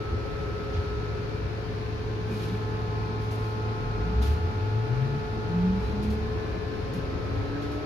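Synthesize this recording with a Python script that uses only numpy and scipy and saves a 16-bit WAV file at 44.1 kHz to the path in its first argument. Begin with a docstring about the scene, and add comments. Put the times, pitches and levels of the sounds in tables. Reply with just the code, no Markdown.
"""Inside an electric bus near the rear door, heard by a hand-held phone: it creeps along, then pulls away.
The drive is a sine whose pitch rises with speed and booms on each cabin resonance that it crosses.
Hum, whines and fan tones are sines; the whines change level as the phone is lowered and lifted.
Floor rumble, tyre roar, rushing air and wind are shaped noise, diffuse at the phone's two ports.
Soft bumps, clicks, short hisses, a squeak, a whirr and a thin inverter whine come and go."""
import sys
import numpy as np
from scipy import signal
from scipy.fft import rfft, irfft
from scipy.io import wavfile
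from scipy.ndimage import uniform_filter1d

SR = 44100
rng = np.random.default_rng(int(sys.argv[2]) if len(sys.argv) > 2 else 0)


def store_wav(level_fs):
    """Save 16-bit WAV to argv[1]."""
    pcm = np.round(np.clip(np.atleast_2d(level_fs), -1, 1) * 32767)
    wavfile.write(sys.argv[1], SR, pcm.T.astype(np.int16))


N = 346185
T = np.arange(N) / SR
FREQ = np.fft.rfftfreq(N, 1 / SR) + 1e-3  # kept above zero for the logarithms

# Drive tone, proportional to the speed of the bus: (time [s], pitch [Hz])
DRIVE_PITCH = [(3.5, 25.2), (3.85, 41.8), (4.19, 63.9), (5.75, 189.2), (6.3, 226.8), (6.88, 260.5),
               (7.85, 296.1)]
# Weaker orders of the drive, before the cabin response:
# (multiple of the pitch [1], loudest at [s], half length [s], level against the main tone [dB])
DRIVE_ORDERS = [(3.12, 4.14, 0.45, -10), (.333, 6.3, 0.94, -11), (.75, 6.5, 0.15, -19.5),
                (2.07, 7.8, 0.22, -19)]
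# Stereo place of the drive tone: (pitch [Hz], left minus right [dB])
DRIVE_PAN = [(88, 0), (106, 3), (128, 6.5), (145, 1.5), (260, -3)]
# Cabin resonances crossed by the drive: (centre [Hz], width [Hz], rms of the tone from this mode alone [dB])
CABIN_MODES = [(47, 12, -34.5), (55, 7, -30), (64.2, 7.5, -20.5), (73.9, 8.7, -20.5), (83.5, 6.2, -29),
               (87, 8.5, -27.5), (97.6, 9.1, -26.5), (108.7, 11, -25), (123.5, 12, -25.5),
               (131.1, 8.2, -23.5), (140.3, 6.2, -27), (174.4, 6.8, -24), (182.5, 9.9, -23),
               (188.3, 5.9, -23.5), (203.6, 5.8, -32.5), (211.8, 11.2, -29.5), (223.5, 12, -39),
               (263.3, 15, -43), (288, 23.3, -36.5), (610, 40, -29)]
# Compressor hum: (time [s], rms, mean of both ports [dB], left minus right [dB])
HUM_LEVEL = [(.7, -40, 5), (1.6, -35.5, 3), (3.2, -31.5, 0), (4.5, -36, 3.5), (6.4, -36.5, 3),
             (6.9, -42, 7), (7.4, -37.5, 11), (7.85, -43, 10)]
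# Steady whines, before the standing-wave changes: (pitch [Hz], left peak [dB], right peak [dB],
# left lead at even steps of the phone from raised to lowered [rad])
WHINES = [(415.4, -44.5, -44.5, (-.3, .2, .7, 0, .2, .5, .3)),
          (431.9, -36.8, -37, (-.8, -.4, -.2, .1, -.6, -.5, -.6)),
          (699.7, -58, -58, (-3.8, -1.2, 1.2, 2.8, 2.1, 2, 1.9)),
          (863.8, -42, -46.5, (-2.4, -2.8, -3.6, -1.5, .6, .4, -.4)),
          (1049.7, -46, -52, (2.3, 1.5, 1.4, 1.8, 1.9, 2.6, 3.7)),
          (1295.6, -41.5, -39.5, (.4, 1.3, 1.8, 1.6, 3, 2.8, 2.6)),
          (1421.2, -48.5, -49.5, (-2.4, -1.7, -2, -2.4, -1.1, -.2, -.7)),
          (1727.7, -51.5, -51.5, (2.8, 2, -.2, -1.2, -1.4, -2.4, -1.7))]
# Nodes and crests of the standing waves, listed under the pitch of each tone [Hz]:
# (time [s], half length [s], left change [dB], right change [dB])
NODES = {415.4: [(.85, .45, 9, 8), (7.3, .5, 4, 0)], 431.9: [(.4, .75, 0, -24), (6.5, .5, 4, 0),
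         (7.6, .65, 0, -15)], 699.7: [(4.4, 1.2, 10, 11)], 863.8: [(.8, .9, -9, -5), (2.25, .22, -18, 0),
         (6.42, .17, -15, 0), (7.4, .7, -13, -9)], 1049.7: [(.9, .65, -15, -7), (3.3, .6, 3, -11),
         (4.4, .07, -12, 0), (5.15, .22, -15, -10), (6, .13, -16, -2), (6.8, .35, 0, 2), (7.9, .5, -9, 0)],
         1295.6: [(.3, .7, -2, -3), (1.4, .3, -2, -4), (2, .34, -18, -20), (2.58, .1, -12, 0),
         (6.55, .25, -16, -7), (7.2, 1.6, -8, -8), (7.65, .4, 3, 3)], 1421.2: [(1.95, .25, -14, -12),
         (2.9, .6, -6, -8), (6.8, .65, -12, -13)], 1727.7: [(1, .4, -9, 0), (1.8, .13, 0, -18),
         (2.2, .18, -4, -3), (3.8, .4, -3, -22), (5.95, .15, -18, -12), (6.45, .2, 3, 2),
         (7.1, .2, -7, -4)], 2327.5: [(1.4, .25, 6, 2)], 2437: [(3.1, .18, 8, 3), (3.9, .28, 9, 6)],
         5183: [(.4, .4, 3, 4), (3.05, .12, 6, 0), (3.8, .1, 4, 0), (6.95, .3, 7, 0)]}
# Height of the phone as the hand lowers and lifts it: (time [s], 0 raised to 1 lowered [1])
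PHONE_DIP = [(0, .05), (1.1, .07), (1.9, .39), (2.4, .56), (3.3, .73), (4.6, .98), (5.7, .94), (6.3, .47),
             (7, .26), (7.3, .14), (7.85, .1)]
# Soft bumps through the floor: (time [s], centre [Hz], rms at the peak [dB], half length [s])
BUMPS = [(0.143, 82.9, -24.5, 0.018), (0.786, 82, -26, 0.03), (1.456, 97.9, -25.5, 0.014),
         (2.31, 331, -43, .025), (2.336, 220.3, -34, 0.035), (2.442, 172, -39, 0.042),
         (2.527, 191, -32, 0.02), (2.578, 80.2, -33, 0.015), (6.967, 155, -35.5, 0.044),
         (7.415, 99.4, -29.5, 0.026)]
# Clicks of loose fittings: (time [s], centre [Hz], width [Hz], level before the envelope [dB], decay [s])
CLICKS = [(2.3, 2450, 250, -52, .09), (2.405, 2500, 400, -42.5, .008), (2.498, 3800, 2000, -47.5, .003),
          (2.549, 3000, 1800, -45, .005), (4.229, 3800, 2500, -44, .002), (6.03, 4800, 2500, -50, .002),
          (6.1047, 4700, 1200, -46, .002), (6.936, 6000, 4030, -54, .002), (7.564, 1650, 400, -37, .005),
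          (7.577, 800, 450, -37, 0.0071), (7.631, 1500, 450, -45, .007), (7.648, 1550, 400, -46, .006),
          (7.698, 850, 500, -47, .007)]
# Short hisses and ticks: (time [s], level [dB], rise [s], decay time constant [s], treble share [dB])
HISSES = [(.74, -4.5, .01, 0.068, -20), (2.36, -9.5, .07, 0.067, 6), (2.44, -8.5, 0.057, 0.17, 1.5),
          (3.24, -15, 0.033, 0.055, 6), (3.315, -12, .006, 0.064, 10.5), (3.48, -19, .06, 0.083, 9),
          (4.229, -0.5, 0.01, 0.075, 5.5), (4.28, -16, .025, 0.04, 0), (5.88, -13, .1, 0.1, 2),
          (6.03, -10, .005, 0.049, 6), (6.104, -11.5, .003, 0.043, 9.5), (6.936, -10, 0.0018, 0.052, 8),
          (7.628, -5, 0.011, 0.053, -2), (7.718, -9, .001, 0.036, 2)]
# Squeak of a panel, one row: (time [s], centre [Hz], rms at the peak [dB], half length [s])
SQUEAK = (7.549, 1590, -45.5, .013)
# Two passes of a faint whirr: (loudest at [s], top pitch [Hz], rms at the peak [dB])
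WHIRR = [(2.05, 1562, -53.5), (6.85, 1560, -54.5)]
# Surfacings of the inverter whine, before panning: (loudest at [s], half length [s], peak [dB])
INVERTER = [(4.93, .12, -65), (5.9, 0.11, -60), (6.62, .12, -60), (7.5, .2, -62)]
# Fan tones, before fading and standing waves: (pitch [Hz], peak [dB], left minus right [dB])
FAN_TONES = [(721, -56.5, 0), (960, -61, 3), (2327.5, -62.5, 2), (2437, -65, 3), (4320, -72, 6),
             (5183, -71, 7)]
# Cabin resonances kept ringing by road and air:
# (centre [Hz], width [Hz], rms at even steps of the phone from raised to lowered [dB])
BOOMS = [(223, 40, (-53, -58, -52, -44, -43.5)), (543, 40, (-49.5, -49.5, -61, -64, -62.5)),
         (749, 220, (-58, -72, -57, -54.5, -54))]
# Noise spectra, before the level changes in their functions: (frequency [Hz], density [dB per Hz])
RUMBLE = [(15, -100), (22, -83), (32, -67), (45, -56.5), (62, -53), (80, -54), (95, -56), (140, -59.5),
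          (175, -60), (200, -69), (270, -67.5), (400, -82.5), (900, -100)]
TYRES = [(100, -88), (200, -71), (270, -68), (330, -65.5), (390, -66.5), (490, -68.5), (610, -80),
         (850, -80), (1200, -80), (2500, -100)]
WIND = [(450, -79), (620, -71), (850, -79), (1200, -83), (1900, -87.5)]  # at full speed
AIR = [(150, -100), (400, -76.5), (800, -72), (1050, -76.5), (1500, -74.5), (1950, -79.5), (2450, -78.5),
       (3200, -86.5), (4200, -89), (5200, -93.5), (6500, -101), (8000, -108), (10000, -105.5),
       (13000, -107.5), (14000, -114)]
VENT = [(1200, -100), (2400, -90.5), (3200, -86.5), (4300, -84), (5200, -89.5), (6500, -96), (8000, -116)]  # at the left port
HISS = [(1500, -87), (2600, -77), (4500, -78.5), (6500, -88), (8200, -101), (10500, -94.5), (13000, -98.5),
        (15000, -102)]


def drive(left_lag_ms=0.19, flutter_db=0.9):
    """Forced resonance: a tone locked to speed, with its weaker orders, excites the cabin modes it crosses."""
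    pitch = curve(DRIVE_PITCH)
    phase = turn(pitch * (1 + 0.0015 * walk(20)))
    moving = np.clip(2 * (pitch / pitch[0] - 1), 0, 1)  # silent at the starting pitch
    pan_db = np.interp(pitch, *np.transpose(DRIVE_PAN))
    strength = moving * cabin_response(pitch) * undb(flutter_db * walk(25) + sides(pan_db))
    out = strength * np.sin(phase + lag_phase(pitch, left_lag_ms))
    for multiple, s, half_length, db in DRIVE_ORDERS:
        strength = undb(db) * swell(s, half_length) * cabin_response(multiple * pitch)
        out = out + strength * np.sin(multiple * phase + 0.34 * walk(25))
    return np.sqrt(2) * out  # rms to peak


def cabin_response(pitch):
    """Modal superposition: the powers of all the cabin resonances add at the given pitch."""
    power = 0
    for hz, width_hz, db in CABIN_MODES:
        detuning = (pitch - hz) / width_hz
        power = power + (undb(db) / (1 + 2 * detuning ** 2) ** 2) ** 2
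    return np.sqrt(power)


def compressor_hum(hum_hz=107.97, left_lead_rad=0.14):
    """Periodic rotation: the compressor's hum is one sine of nearly constant pitch."""
    shaft = turn(hum_hz + 0.15 * walk(3.88))
    pan_db = curve(HUM_LEVEL, axis=2)
    return np.sqrt(2) * undb(curve(HUM_LEVEL) + sides(pan_db)) * np.sin(shaft + sides(left_lead_rad))


def machine_whines(waver_db=1, phase_waver_rad=0.09):
    """Standing waves: steady compressor and fan whines vary in level and phase with the phone's place."""
    out = 0
    for hz, left_db, right_db, leads in WHINES:
        db = np.array([[left_db], [right_db]]) + standing(hz) + waver_db * walk(5.9)
        phase = 2 * np.pi * (hz * T + rng.random()) + phase_waver_rad * walk(16)
        out = out + undb(db) * np.sin(phase + sides(at_phone(leads)))
    return out


def bumps(pitch_spread=0.1384):
    """Impulsive excitation: each bump shakes the body for a few uneven cycles."""
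    out = 0
    for s, hz, db, half_length in BUMPS:
        shake = np.sqrt(2) * np.sin(turn(hz * (1 + pitch_spread * walk(150))))
        out = out + undb(db) * swell(s, half_length) * shake
    return out


def clicks(rise_s=0.00055):
    """Damped vibration: loose fittings click with a sharp onset and an exponentially dying ring."""
    out = 0
    for s, hz, width_hz, db, decay in CLICKS:
        out = out + undb(db) * burst(s, rise_s, decay) * narrow(hz, width_hz)
    return out


def hisses(split_hz=7000, grain_db=1.2):
    """Transient broadband noise: short hisses, whose treble above the split is one signal at both ports."""
    low_pass = signal.butter(4, split_hz, fs=SR, output="sos")
    high_pass = signal.butter(4, split_hz, "high", fs=SR, output="sos")
    body = signal.sosfilt(low_pass, diffuse(HISS, likeness=0.74))
    top = signal.sosfilt(high_pass, diffuse(HISS, likeness=.8)[0])
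    out = 0
    for s, db, rise, decay, treble_db in HISSES:
        out = out + undb(db) * burst(s, rise, decay) * (body + undb(treble_db) * top)
    return out * undb(grain_db * walk(120))


def panel_squeak(width_hz=230):
    """Narrow-band vibration: one rough squeak of a panel, independent at the two ports."""
    s, hz, db, half_length = SQUEAK
    return undb(db) * swell(s, half_length) * narrow_pair(hz, width_hz)


def whirr(half_length_s=.45, sag_hz=28, width_hz=36):
    """Narrow-band noise on a parabolic glide: a faint whirr rises to its top pitch and sinks again."""
    out = 0
    for s, hz, db in WHIRR:
        away = ((T - s) / half_length_s) ** 2
        out = out + undb(db) * np.exp(-away / 2) * narrow_pair(hz - sag_hz * away, width_hz)
    return out


def inverter(whine_hz=4000, pan_db=9, waver_hz=3):
    """Switching tone: the inverter's thin whine, stronger on the left, surfaces at the listed times."""
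    strength = sum(undb(db) * swell(s, half_length) for s, half_length, db in INVERTER)
    phase = turn(whine_hz + waver_hz * walk(20))
    lead = 2 * walk(2.02)
    return strength * undb(sides(pan_db)) * np.sin(phase + sides(lead))


def fan_tones(fading_db=2.2, waver_hz=2.5):
    """Fading of short waves: faint fan tones whose level, pitch and lead between the ports wander."""
    out = 0
    for hz, db, pan_db in FAN_TONES:
        lead = np.pi / 2 + 0.6 * walk(2.52)
        strength = undb(db + standing(hz) + fading_db * walk(8.7) + sides(pan_db))
        out = out + strength * np.sin(turn(hz + waver_hz * walk(8)) + sides(lead))
    return out


def cabin_booms():
    """Noise-driven resonance: narrow bands kept ringing, their levels set by the phone's place."""
    out = 0
    for hz, width_hz, places_db in BOOMS:
        out = out + undb(at_phone(places_db)) * narrow(hz, width_hz)
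    return out


def floor_rumble(waver_db=-1.23):
    """Structure-borne noise: the road's low rumble through the floor grows with speed."""
    level_db = with_speed(creeping_db=-1.27, added_db=2.2) + waver_db * walk(2.11)
    return diffuse(RUMBLE, likeness=0.76, left_lag_ms=.35) * undb(level_db)


def tyre_roar(pan_db=1.0, waver_db=0.97):
    """Rolling noise: tyre roar, whose added level sets in only near full speed."""
    level_db = with_speed(creeping_db=0.95, added_db=2.6, power=12) + waver_db * walk(10)
    return diffuse(TYRES, likeness=1.0, left_lag_ms=.17) * undb(level_db + sides(pan_db))


def wind(waver_db=3.5, speed_power=0.67):
    """Flow noise: air streams past the body with an amplitude that follows a power of the speed."""
    return diffuse(WIND, likeness=0.32) * speed() ** speed_power * undb(waver_db * walk(6))


def air_conditioning(vent_pan_db=18, air_waver_db=.4, vent_waver_db=0.35, duct_echo=0.13):
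    """Turbulent noise and comb filtering: diffuse air and a left vent, coloured by short duct echoes."""
    air_db = with_speed(creeping_db=-2.92, added_db=0.21) + air_waver_db * walk(9)
    air = diffuse(AIR, likeness=0.13) * undb(air_db)
    # the left port keeps its level; only the right one is lowered
    vent_db = sides(vent_pan_db) - vent_pan_db / 2 + vent_waver_db * walk(4)
    flow = air + diffuse(VENT, likeness=.3) * undb(vent_db)
    lags = rng.integers(SR // 300, SR // 40, size=6)  # samples
    echoes = sum(np.roll(flow, lag, axis=1) for lag in lags)
    return flow + duct_echo * echoes


def speed():
    """Proportionality of pitch and speed: the bus speed as a share of the highest that it reaches."""
    pitch = curve(DRIVE_PITCH)
    return pitch / pitch.max()


def with_speed(creeping_db, added_db, power=1):
    """Speed law: a base level in dB and a part that grows with a power of the speed."""
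    return creeping_db + added_db * speed() ** power


def at_phone(places):
    """Spatial sampling: a quantity of the sound field, followed between raised and lowered phone."""
    return np.interp(curve(PHONE_DIP), np.linspace(0, 1, len(places)), places)


def standing(hz):
    """Nodes and crests: change in dB at each port as the phone drifts through one standing wave."""
    return sum(np.outer(change_db, swell(s, half_length))
               for s, half_length, *change_db in NODES.get(hz, []))


def diffuse(spectrum, likeness, left_lag_ms=0, port_gap_m=0.27, sound_speed=343):
    """Diffuse-field coherence: noise alike at two spaced ports in the bass, unrelated higher up."""
    hz, db = np.transpose(spectrum)
    octaves_outside = np.abs(np.log2(FREQ / np.clip(FREQ, hz[0], hz[-1])))
    density_db = np.interp(np.log(FREQ), np.log(hz), db) - 20 * octaves_outside
    gain = undb(density_db) * np.sqrt(SR / 2)
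    alike = np.clip(likeness, 0, 1) * np.sinc(2 * FREQ * port_gap_m / sound_speed)
    shares = np.sqrt([(1 + alike) / 2, (1 - alike) / 2])
    mid, side = rfft(rng.standard_normal((2, N))) * gain * shares
    ports = np.array([mid + side, mid - side])
    return irfft(ports * np.exp(1j * lag_phase(FREQ, left_lag_ms)), N)


def lag_phase(hz, left_lag_ms):
    """Propagation delay: phase at each port of a wave that reaches the left one later."""
    return sides(-2 * np.pi * hz * left_lag_ms / 1000)


def sides(difference):
    """Symmetric stereo split: half of a left-minus-right difference to each channel."""
    return np.array([[.5], [-.5]]) * difference


def narrow(hz, width_hz):
    """Quadrature modulation: two slow random walks on sine and cosine give a noise band of rms near 1."""
    phase = turn(hz + np.zeros(N))
    return walk(width_hz) * np.sin(phase) + walk(width_hz) * np.cos(phase)


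def narrow_pair(hz, width_hz):
    """Incoherence: independent narrow bands at the two ports."""
    return np.array([narrow(hz, width_hz) for _ in range(2)])


def burst(start, rise, decay):
    """Exponential decay: an envelope that swells up to its start time and then dies away."""
    age = T - start
    return np.exp(np.where(age < 0, -(age / rise) ** 2, -age / decay))


def swell(centre, half_length):
    """Gaussian envelope: a bell whose standard deviation is the half length."""
    return np.exp(-((T - centre) / half_length) ** 2 / 2)


def turn(hz):
    """Phase as the integral of frequency, in radians, from a random start."""
    return 2 * np.pi * (np.cumsum(hz) / SR + rng.random())


def walk(rate):
    """Smoothed random steps: a wander with a spread near 1, at the given steps per second."""
    k = int(SR / max(rate, .5))
    held = np.repeat(rng.standard_normal(N // k + 2), k)
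    smooth = uniform_filter1d(uniform_filter1d(held, k), k)
    return 1.248 * smooth[:N]  # restores the spread lost in smoothing


def curve(rows, axis=1):
    """Linear interpolation: one column of a table, joined by straight lines in time."""
    rows = np.array(rows)
    return np.interp(T, rows[:, 0], rows[:, axis])


def undb(db):
    """Logarithmic level: decibels to amplitude gain."""
    return np.exp(np.asarray(db) * np.log(10) / 20)


def scene():
    """Linear superposition: the pressures of all sources in the cabin add."""
    machines = drive() + compressor_hum() + machine_whines() + whirr() + inverter() + fan_tones()
    events = bumps() + clicks() + hisses() + panel_squeak()
    background = cabin_booms() + floor_rumble() + tyre_roar() + wind() + air_conditioning()
    return machines + events + background


def record(dry, top_hz=14400):
    """Band limitation: a 4 ms fade-in avoids a click, and an elliptic low-pass cuts the top."""
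    opening = np.minimum(T / .004, 1)
    low_pass = signal.ellip(8, .2, 70, top_hz, fs=SR, output="sos")
    return signal.sosfilt(low_pass, dry * opening)


dry = scene()
out = record(dry)
store_wav(out)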